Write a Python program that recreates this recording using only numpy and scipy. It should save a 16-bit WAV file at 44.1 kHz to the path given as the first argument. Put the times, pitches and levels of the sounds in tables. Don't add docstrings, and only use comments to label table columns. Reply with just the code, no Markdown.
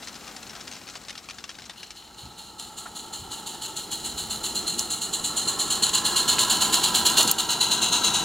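import sys
import numpy as np
from scipy import signal
from scipy.fft import rfft, irfft, next_fast_len
from scipy.io import wavfile
from scipy.ndimage import uniform_filter1d, map_coordinates

SR = 44100
rng = np.random.default_rng(int(sys.argv[2]) if len(sys.argv) > 2 else 0)


def transcribe(signal):
    frames = np.atleast_2d(signal).T
    limited = np.clip(frames, -1, 1)
    pcm = np.round(limited * 32767).astype(np.int16)
    wavfile.write(sys.argv[1], SR, pcm)


N = 363384
TIME = np.arange(N) / SR

# centre_hz, width_hz, lift_db
CHIMNEY_MODES = [(2970, 140, 3), (3470, 350, -1.5), (4140, 290, 12), (6970, 1170, 7.5), (8930, 560, -2.5),
                 (9550, 350, 2), (10370, 560, 6), (12530, 600, 4.5), (13800, 800, 2)]
# time_s, level_db
WAGON_FADE = [(0, -44.5), (.65, -45), (1.35, -50.5), (1.75, -51), (2.4, -60), (2.8, -108)]
# time_s, exhaust_db, burner_db
ENGINE_APPROACH = [(1.3, -60, -76), (1.8, -42.5, -58), (2.2, -40.5, -49.5), (3.1, -36, -43),
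                   (3.9, -30, -40), (4.6, -26.5, -35.5), (5.0, -27.5, -38), (5.55, -23.5, -33.5),
                   (5.9, -20, -33.5), (6.4, -17.5, -30), (6.85, -18.5, -30.5), (7.1, -15.5, -30),
                   (8.24, -16.5, -30.5)]


def from_db(db):
    return 10 ** (np.asarray(db) / 20)


def unit_rms(x):
    return x / np.sqrt(np.mean(x ** 2) + 1e-20)


def in_time(rows):
    times, *columns = np.transpose(rows)
    return [np.interp(TIME, times, column) for column in columns]


def noise():
    return rng.standard_normal(N)


def drift(rate_hz):
    return np.interp(TIME * rate_hz, np.arange(N), noise())


def colour(x, spectrum, peaks=(), size=4096):
    hz = np.fft.rfftfreq(size, 1 / SR) + 1
    points = np.array(spectrum)
    db = np.interp(np.log(hz), np.log(points[:, 0]), points[:, 1])
    for centre, width, lift in peaks:
        db = db + lift / (1 + (2 * (hz - centre) / width) ** 2)
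    cepstrum = irfft(np.log(from_db(db)))[:size // 2]
    cepstrum[1:] *= 2
    return signal.fftconvolve(x, irfft(np.exp(rfft(cepstrum, size))))[:N]


def noise_band(count, low_hz, high_hz):
    bandpass = signal.butter(2, [low_hz, min(high_hz, SR * .45)], "band", fs=SR, output="sos")
    return unit_rms(signal.sosfilt(bandpass, rng.standard_normal(count)))


def above(x, hz):
    return signal.sosfiltfilt(signal.butter(6, hz, "high", fs=SR, output="sos"), x)


def glide(x, ratio):
    return map_coordinates(x, [np.cumsum(ratio)], order=3, mode="wrap")


def burst(start, rise, decay):
    at = np.arange(max(int(start * SR), 0), min(int((start + rise + 10 * decay) * SR), N))
    age = TIME[at] - start
    attack = np.sin(np.pi / 2 * np.clip(age / rise, 0, 1)) ** 2
    return at, attack * np.exp(-np.maximum(age - rise, 0) / decay)


def ground_echo(x, longest_s=.0025, growth=0.427, share=0.11):
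    near_db = in_time(ENGINE_APPROACH)[0]
    delay = longest_s * from_db(growth * (near_db - near_db.max()))
    reflection = map_coordinates(x, [(TIME - delay) * SR], order=3)
    return (x + share * reflection) / np.sqrt(1 + share ** 2)


def passing_echoes(x, echo_db=-17.5, shortest_s=.002, longest_s=.009, slide=0.000505, count=5):
    out = x.copy()
    for mean_delay, slope in rng.uniform([shortest_s, -slide], [longest_s, slide], (count, 2)):
        delay = np.abs(mean_delay + slope * (TIME - TIME.mean()))
        out += from_db(echo_db) * np.interp(TIME - delay, TIME, x)
    return out


def scattered(x, decay_s=0.014, size=4096):
    tail = rng.standard_normal(size) * np.exp(-TIME[:size] / decay_s)
    return signal.fftconvolve(x, tail / np.linalg.norm(tail))[:N]


def stereo_side(x, side_db=-4.5):
    # frequency_hz, side_to_mid_db
    width = [(30, -54), (125, -17.5), (500, -8), (1000, -8.5), (3000, -15), (8000, -11), (12000, -36)]
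    size = next_fast_len(N, real=True)
    hz, db = np.transpose(width)
    weight = from_db(side_db + np.interp(np.log(np.fft.rfftfreq(size, 1 / SR) + 1), np.log(hz), db))
    return irfft(weight * (1j * rfft(x, size) + rfft(scattered(x), size)), size)[:N]


def garden_air(level_db=-60.0):
    spectrum = [(20, -22), (50, 4), (120, 1.5), (400, -14.0), (3000, -26), (15000, -41)]
    return from_db(level_db) * unit_rms(colour(noise(), spectrum))


def bumps(gain_db=7.5):
    # start_s, level_db, pitch_hz, length_s
    events = [(.27, -56, 1340, 0.055), (.55, -55, 1340, 0.04), (.95, -49.5, 1010, 0.019),
              (2.21, -51.5, 135, 0.09), (2.852, -44, 1310, 0.022), (3.17, -50.5, 85, 0.11),
              (3.746, -57.5, 80, 0.98), (7.174, -34, 630, 0.038), (7.246, -37, 261, 0.021)]
    out = np.zeros(N)
    for start, db, hz, length in events:
        at, shape = burst(start, length / 2, length / 2)
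        out[at] += from_db(db + gain_db) * shape * noise_band(len(at), hz / 2.07, hz * 1.3)
    return out


def knocks(rebound_s=.0105, jostles_per_s=20, jostle_db=13.5, spread_db=2.5, jostle_hz=(1340, 5990)):
    # start_s, level_db, pitch_hz, change_per_rebound_db
    strikes = [(0.025, -29, 2760, -14), (0.0722, -23, 4250, -5), (0.1535, -31, 5200, -6),
               (0.2688, -32, 1250, 0.5), (0.3626, -28, 7240, -16), (0.4943, -26, 5600, -7),
               (0.5516, -26.5, 1320, -6), (0.6103, -29.5, 5430, -18), (0.678, -27, 6900, -9),
               (0.7132, -26.5, 6380, -2), (0.7522, -30.5, 5220, -5), (0.8767, -27.5, 2530, -0.5),
               (0.9537, -25.5, 3010, -13), (1.0833, -24, 3670, 0.5), (1.1534, -27, 2800, -14),
               (1.178, -25.5, 5460, -9.5), (1.287, -25, 2424, 0), (1.3844, -28, 3590, -9),
               (1.4396, -21.5, 2710, -15), (1.492, -22.5, 3290, -6.5), (1.5853, -27.5, 1560, -6),
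               (1.62, -31, 3980, -8), (1.696, -22, 3610, -10), (1.83, -24, 2810, -14),
               (1.9051, -26.5, 5390, -11)]
    rows = [(start + k * rebound_s, db + k * change_db, hz)
            for start, db, hz, change_db in strikes for k in range(3)]
    rolling_db = in_time(WAGON_FADE)[0]
    jostles = rng.random((int(jostles_per_s * WAGON_FADE[-1][0]), 3))
    for k, (when, strength, pitch) in enumerate(jostles):
        start = (k + when) / jostles_per_s
        db = rolling_db[int(start * SR)] + jostle_db + spread_db * (2 * strength - 1)
        rows.append((start, db, np.interp(pitch, [0, 1], jostle_hz)))
    return rows


def wagons(clack_db=-10, ring_db=-12, rattle_db=-4.5):
    # frequency_hz, level_db
    clack_spectrum = [(200, -9), (900, -0.5), (2000, 3), (3000, 4.5), (5700, 6), (7500, -4), (10000, -9),
                      (15500, -38)]
    # centre_hz, width_hz, lift_db
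    wagon_modes = [(1296, 290, 14.5), (2820, 350, 8), (4100, 350, 12.5), (7420, 2200, 18.5),
                   (10200, 700, 9)]
    # frequency_hz, level_db
    rolling_spectrum = [(25, -17), (53, -1), (90, -7), (140, 0), (225, 9), (330, 3), (450, 1), (620, -1.5),
                        (770, 4.5), (950, -1.5), (1300, 0), (2300, -5), (5400, -5.5), (15800, -19.5)]
    clacks = np.zeros(N)
    clack_noise = unit_rms(colour(noise(), clack_spectrum))
    for start, db, hz in knocks():
        at, shape = burst(start, rise=0.00089, decay=0.0054)
        clacks[at] += from_db(db + clack_db) * shape * clack_noise[at]
        at, shape = burst(start, rise=0.00072, decay=0.0065)
        partials = hz * np.array([1, rng.uniform(0.39, 0.8), rng.uniform(1.1, 1.4)])
        ring = np.array([1, .6, .5]) @ np.sin(2 * np.pi * np.outer(partials, TIME[at] - start))
        clacks[at] += from_db(db + ring_db) * shape * ring
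    grit = noise() * from_db(6.7 * drift(130))
    rattle = unit_rms(colour(grit, clack_spectrum, wagon_modes))
    rolling = unit_rms(colour(noise(), rolling_spectrum))
    return clacks + from_db(in_time(WAGON_FADE)[0] - 0.5) * (rolling + from_db(rattle_db) * rattle)


def wheel_rumble(gain_db=-6.5, follow=0.99):
    # frequency_hz, level_db
    spectrum = [(30, -11.5), (70, -8.5), (130, -4), (170, -1.5), (225, 3.5), (270, -4.5), (315, 1),
                (370, 0), (440, -3), (550, -11), (900, -18.5), (3000, -35.5)]
    near_db = in_time(ENGINE_APPROACH)[1]
    level_db = near_db.max() + gain_db + follow * (near_db - near_db.max())
    return from_db(level_db) * unit_rms(colour(noise(), spectrum))


def flue_resonance(far_hz, near_hz, far_db, halfway_db, near_db, width_hz=112):
    hz = np.interp(TIME, (5.2, 7.3), [far_hz, near_hz])
    db = np.interp(TIME, (3.45, 4.06, 6), [far_db, halfway_db, near_db])
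    lowpass = signal.butter(2, width_hz / 2, fs=SR, output="sos")
    envelope = signal.sosfilt(lowpass, noise() + 1j * noise())
    return from_db(db) * unit_rms(np.real(envelope * np.exp(2j * np.pi * np.cumsum(hz) / SR)))


def burner(rush_db=-8.5, hollow_db=-2.5):
    # frequency_hz, level_db
    spectrum = [(450, -21.5), (640, -1.5), (790, 5), (1000, -4), (1400, -6.5), (1900, -7.5), (2300, -13),
                (5000, -9.5), (15000, -26)]
    # far_hz, near_hz, far_db, halfway_db, near_db
    flue_modes = [(860.5, 785, -4, -10.5, -10), (1090, 975, -17, -24, -3.5), (1326, 1335, -7.5, -11.5, -7),
                  (1769, 1560, -37, -35, -11)]
    flue = sum(flue_resonance(*mode) for mode in flue_modes)
    roar = from_db(rush_db) * unit_rms(colour(noise(), spectrum)) + from_db(hollow_db) * flue
    return from_db(in_time(ENGINE_APPROACH)[1] + drift(60)) * roar


def steam_leak(gain_db=-9.0):
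    # frequency_hz, level_db
    spectrum = [(1500, -24), (2600, -9), (3000, 8), (3700, 1), (4120, 2.5), (5300, -8), (7000, -2),
                (10300, -5), (11200, -9.5), (15800, -10)]
    hiss = unit_rms(colour(noise(), spectrum, CHIMNEY_MODES))
    return from_db(in_time(ENGINE_APPROACH)[1] + gain_db) * hiss


def water_spits(gain_db=-7.0, band_ratio=1.46):
    # start_s, level_db, pitch_hz
    drops = [(2.5963, -23.5, 6000), (4.792, -10, 6960), (6.3833, -16, 3200), (6.7412, -6.5, 6040),
             (7.0646, -12, 7030), (7.185, -22, 6000), (7.229, -8, 8000), (7.2756, -14, 7040),
             (7.3128, 2, 9700)]
    snaps = np.zeros(N)
    for start, db, hz in drops:
        at, shape = burst(start, rise=0.0013, decay=0.0015)
        snaps[at] += from_db(db + gain_db) * shape * noise_band(len(at), hz / band_ratio, hz * band_ratio)
    spectrum = [(300, 11), (2300, 8.5), (4200, 0), (5500, 3), (11000, -2.5), (15000, 1.5)]
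    return colour(snaps, spectrum, CHIMNEY_MODES)


def steam_jet(bright_db, pressure, passing_s=7.25, sag_per_s=.05, mode_hz=4150, mode_width_hz=220):
    # frequency_hz, level_db
    spectrum = [(300, -35.5), (900, -15), (1650, -18), (2150, -25), (2550, -22), (2800, -6.5), (3500, -8.5),
                (4400, -8.5), (5000, -19), (5800, -16.5), (6700, -8.5), (10300, -12), (11000, -22),
                (15800, -25)]
    # time_s, pipe_mode_db, treble_db, top_db
    directivity = [(1.8, -1, -8.5, 0), (2.8, 0.5, 3, 0), (3.6, -2.5, 1.5, 1), (4.3, 4.5, 1.7, 0.5),
                   (5.3, 3.5, 5, -2), (6.1, 0, 1.3, -1.5), (7.1, -4, 0.5, 2.5), (7.5, -1, 0, -1),
                   (8.24, 4.5, -1, -7.5)]
    mode_db, treble_db, top_db = in_time(directivity)
    treble_db += bright_db
    droplets = (rng.random(N) < 500 / SR) * noise() * from_db(2 * noise())
    jet = unit_rms(colour(noise() + from_db(-8) * unit_rms(droplets), spectrum, CHIMNEY_MODES))
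    treble, top = above(jet, 6140), above(jet, 10330)
    mode = signal.lfilter(*signal.iirpeak(mode_hz, mode_hz / mode_width_hz, fs=SR), jet)
    body = (jet - treble + (from_db(mode_db) - 1) * mode) * from_db(-0.44 * mode_db)
    pitch = 1 - sag_per_s * np.maximum(TIME - passing_s, 0)
    blast = .01 * (pressure - pressure.mean())
    return (glide(body, pitch + blast)
            + from_db(treble_db) * glide(treble - top, pitch ** 1.5)
            + from_db(treble_db / 2 + top_db) * top)


def beats(choke_s=7.23, clearing_s=0.2, choke_db=-6):
    # time_s, beats_per_s
    speed = [(1.77, 5.812), (1.949, 4.531), (3.073, 5.629), (4.749, 8.722), (5.425, 8.637), (8.24, 9.394)]
    # lead_beats, accent_db
    valve_events = [(0, .5), (0.034, -0.5), (.04, -0.2), (.058, -0.47)]
    strokes = np.cumsum(in_time(speed)[0]) / SR
    strokes -= np.interp(speed[0][0], TIME, strokes)
    number = np.arange(int(strokes[-1]) + 1)
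    early, accent_db = np.array(valve_events)[number % len(valve_events)].T
    starts = np.interp(number - early, strokes, TIME)
    choked = (starts > choke_s) * np.exp(-np.abs(starts - choke_s) / clearing_s)
    return starts, np.interp(starts, TIME, in_time(ENGINE_APPROACH)[0]) + accent_db + choke_db * choked


def exhaust(lead_s=0.0066, crack_share=0.12, gain_db=2.0, flutter_db=1.5):
    flow, cracks, pressure = np.zeros((3, N))
    starts, levels = beats()
    ends = np.append(starts[1:], 2 * starts[-1])
    for start, db, stroke_s, end in zip(starts, levels, np.gradient(starts), ends):
        at, crack = burst(start - lead_s, rise=0.026, decay=0.02)
        flow[at] += from_db(db) * crack_share * crack
        cracks[at] += crack
        at, emptying = burst(start - lead_s, rise=0.0075 + 0.058 * stroke_s, decay=0.58 * stroke_s)
        valve = np.clip((end + 0.0036 - TIME[at]) / 0.0084, 0, 1)
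        flow[at] += from_db(db) * (1 - crack_share) * emptying * valve
        pressure[at] += emptying * valve
    bright_db = 1.5 * cracks - 3.5
    return steam_jet(bright_db, pressure) * flow * from_db(gain_db + flutter_db * drift(160))


def scene():
    # time_s, left_minus_right_db
    pan = [(1.6, 3.5), (2.2, 0.7), (5, -0.3), (7.3, 0), (8.24, 2.6)]
    steam = ground_echo(exhaust() + steam_leak()) + water_spits()
    engine = passing_echoes(steam) + wheel_rumble() + burner()
    mid = engine + wagons() + bumps() + garden_air()
    left_right = np.array([[1], [-1]])
    return mid * from_db(left_right * in_time(pan)[0] / 2) + left_right * stereo_side(mid)


def gain_control(x, threshold_db=-11.5, window_s=0.0031, recovery_db_per_s=5.5):
    power = uniform_filter1d(np.mean(x ** 2, axis=0), int(window_s * SR))
    over_db = np.maximum(10 * np.log10(np.abs(power) + 1e-12) - threshold_db, 0)
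    recovery_db = recovery_db_per_s * TIME
    return x * from_db(recovery_db - np.maximum.accumulate(over_db + recovery_db))


def record(dry):
    lowpass = signal.ellip(12, .1, 80, 15750, fs=SR, output="sos")
    return signal.sosfilt(lowpass, np.tanh(gain_control(dry)))


dry = scene()
out = record(dry)
transcribe(out)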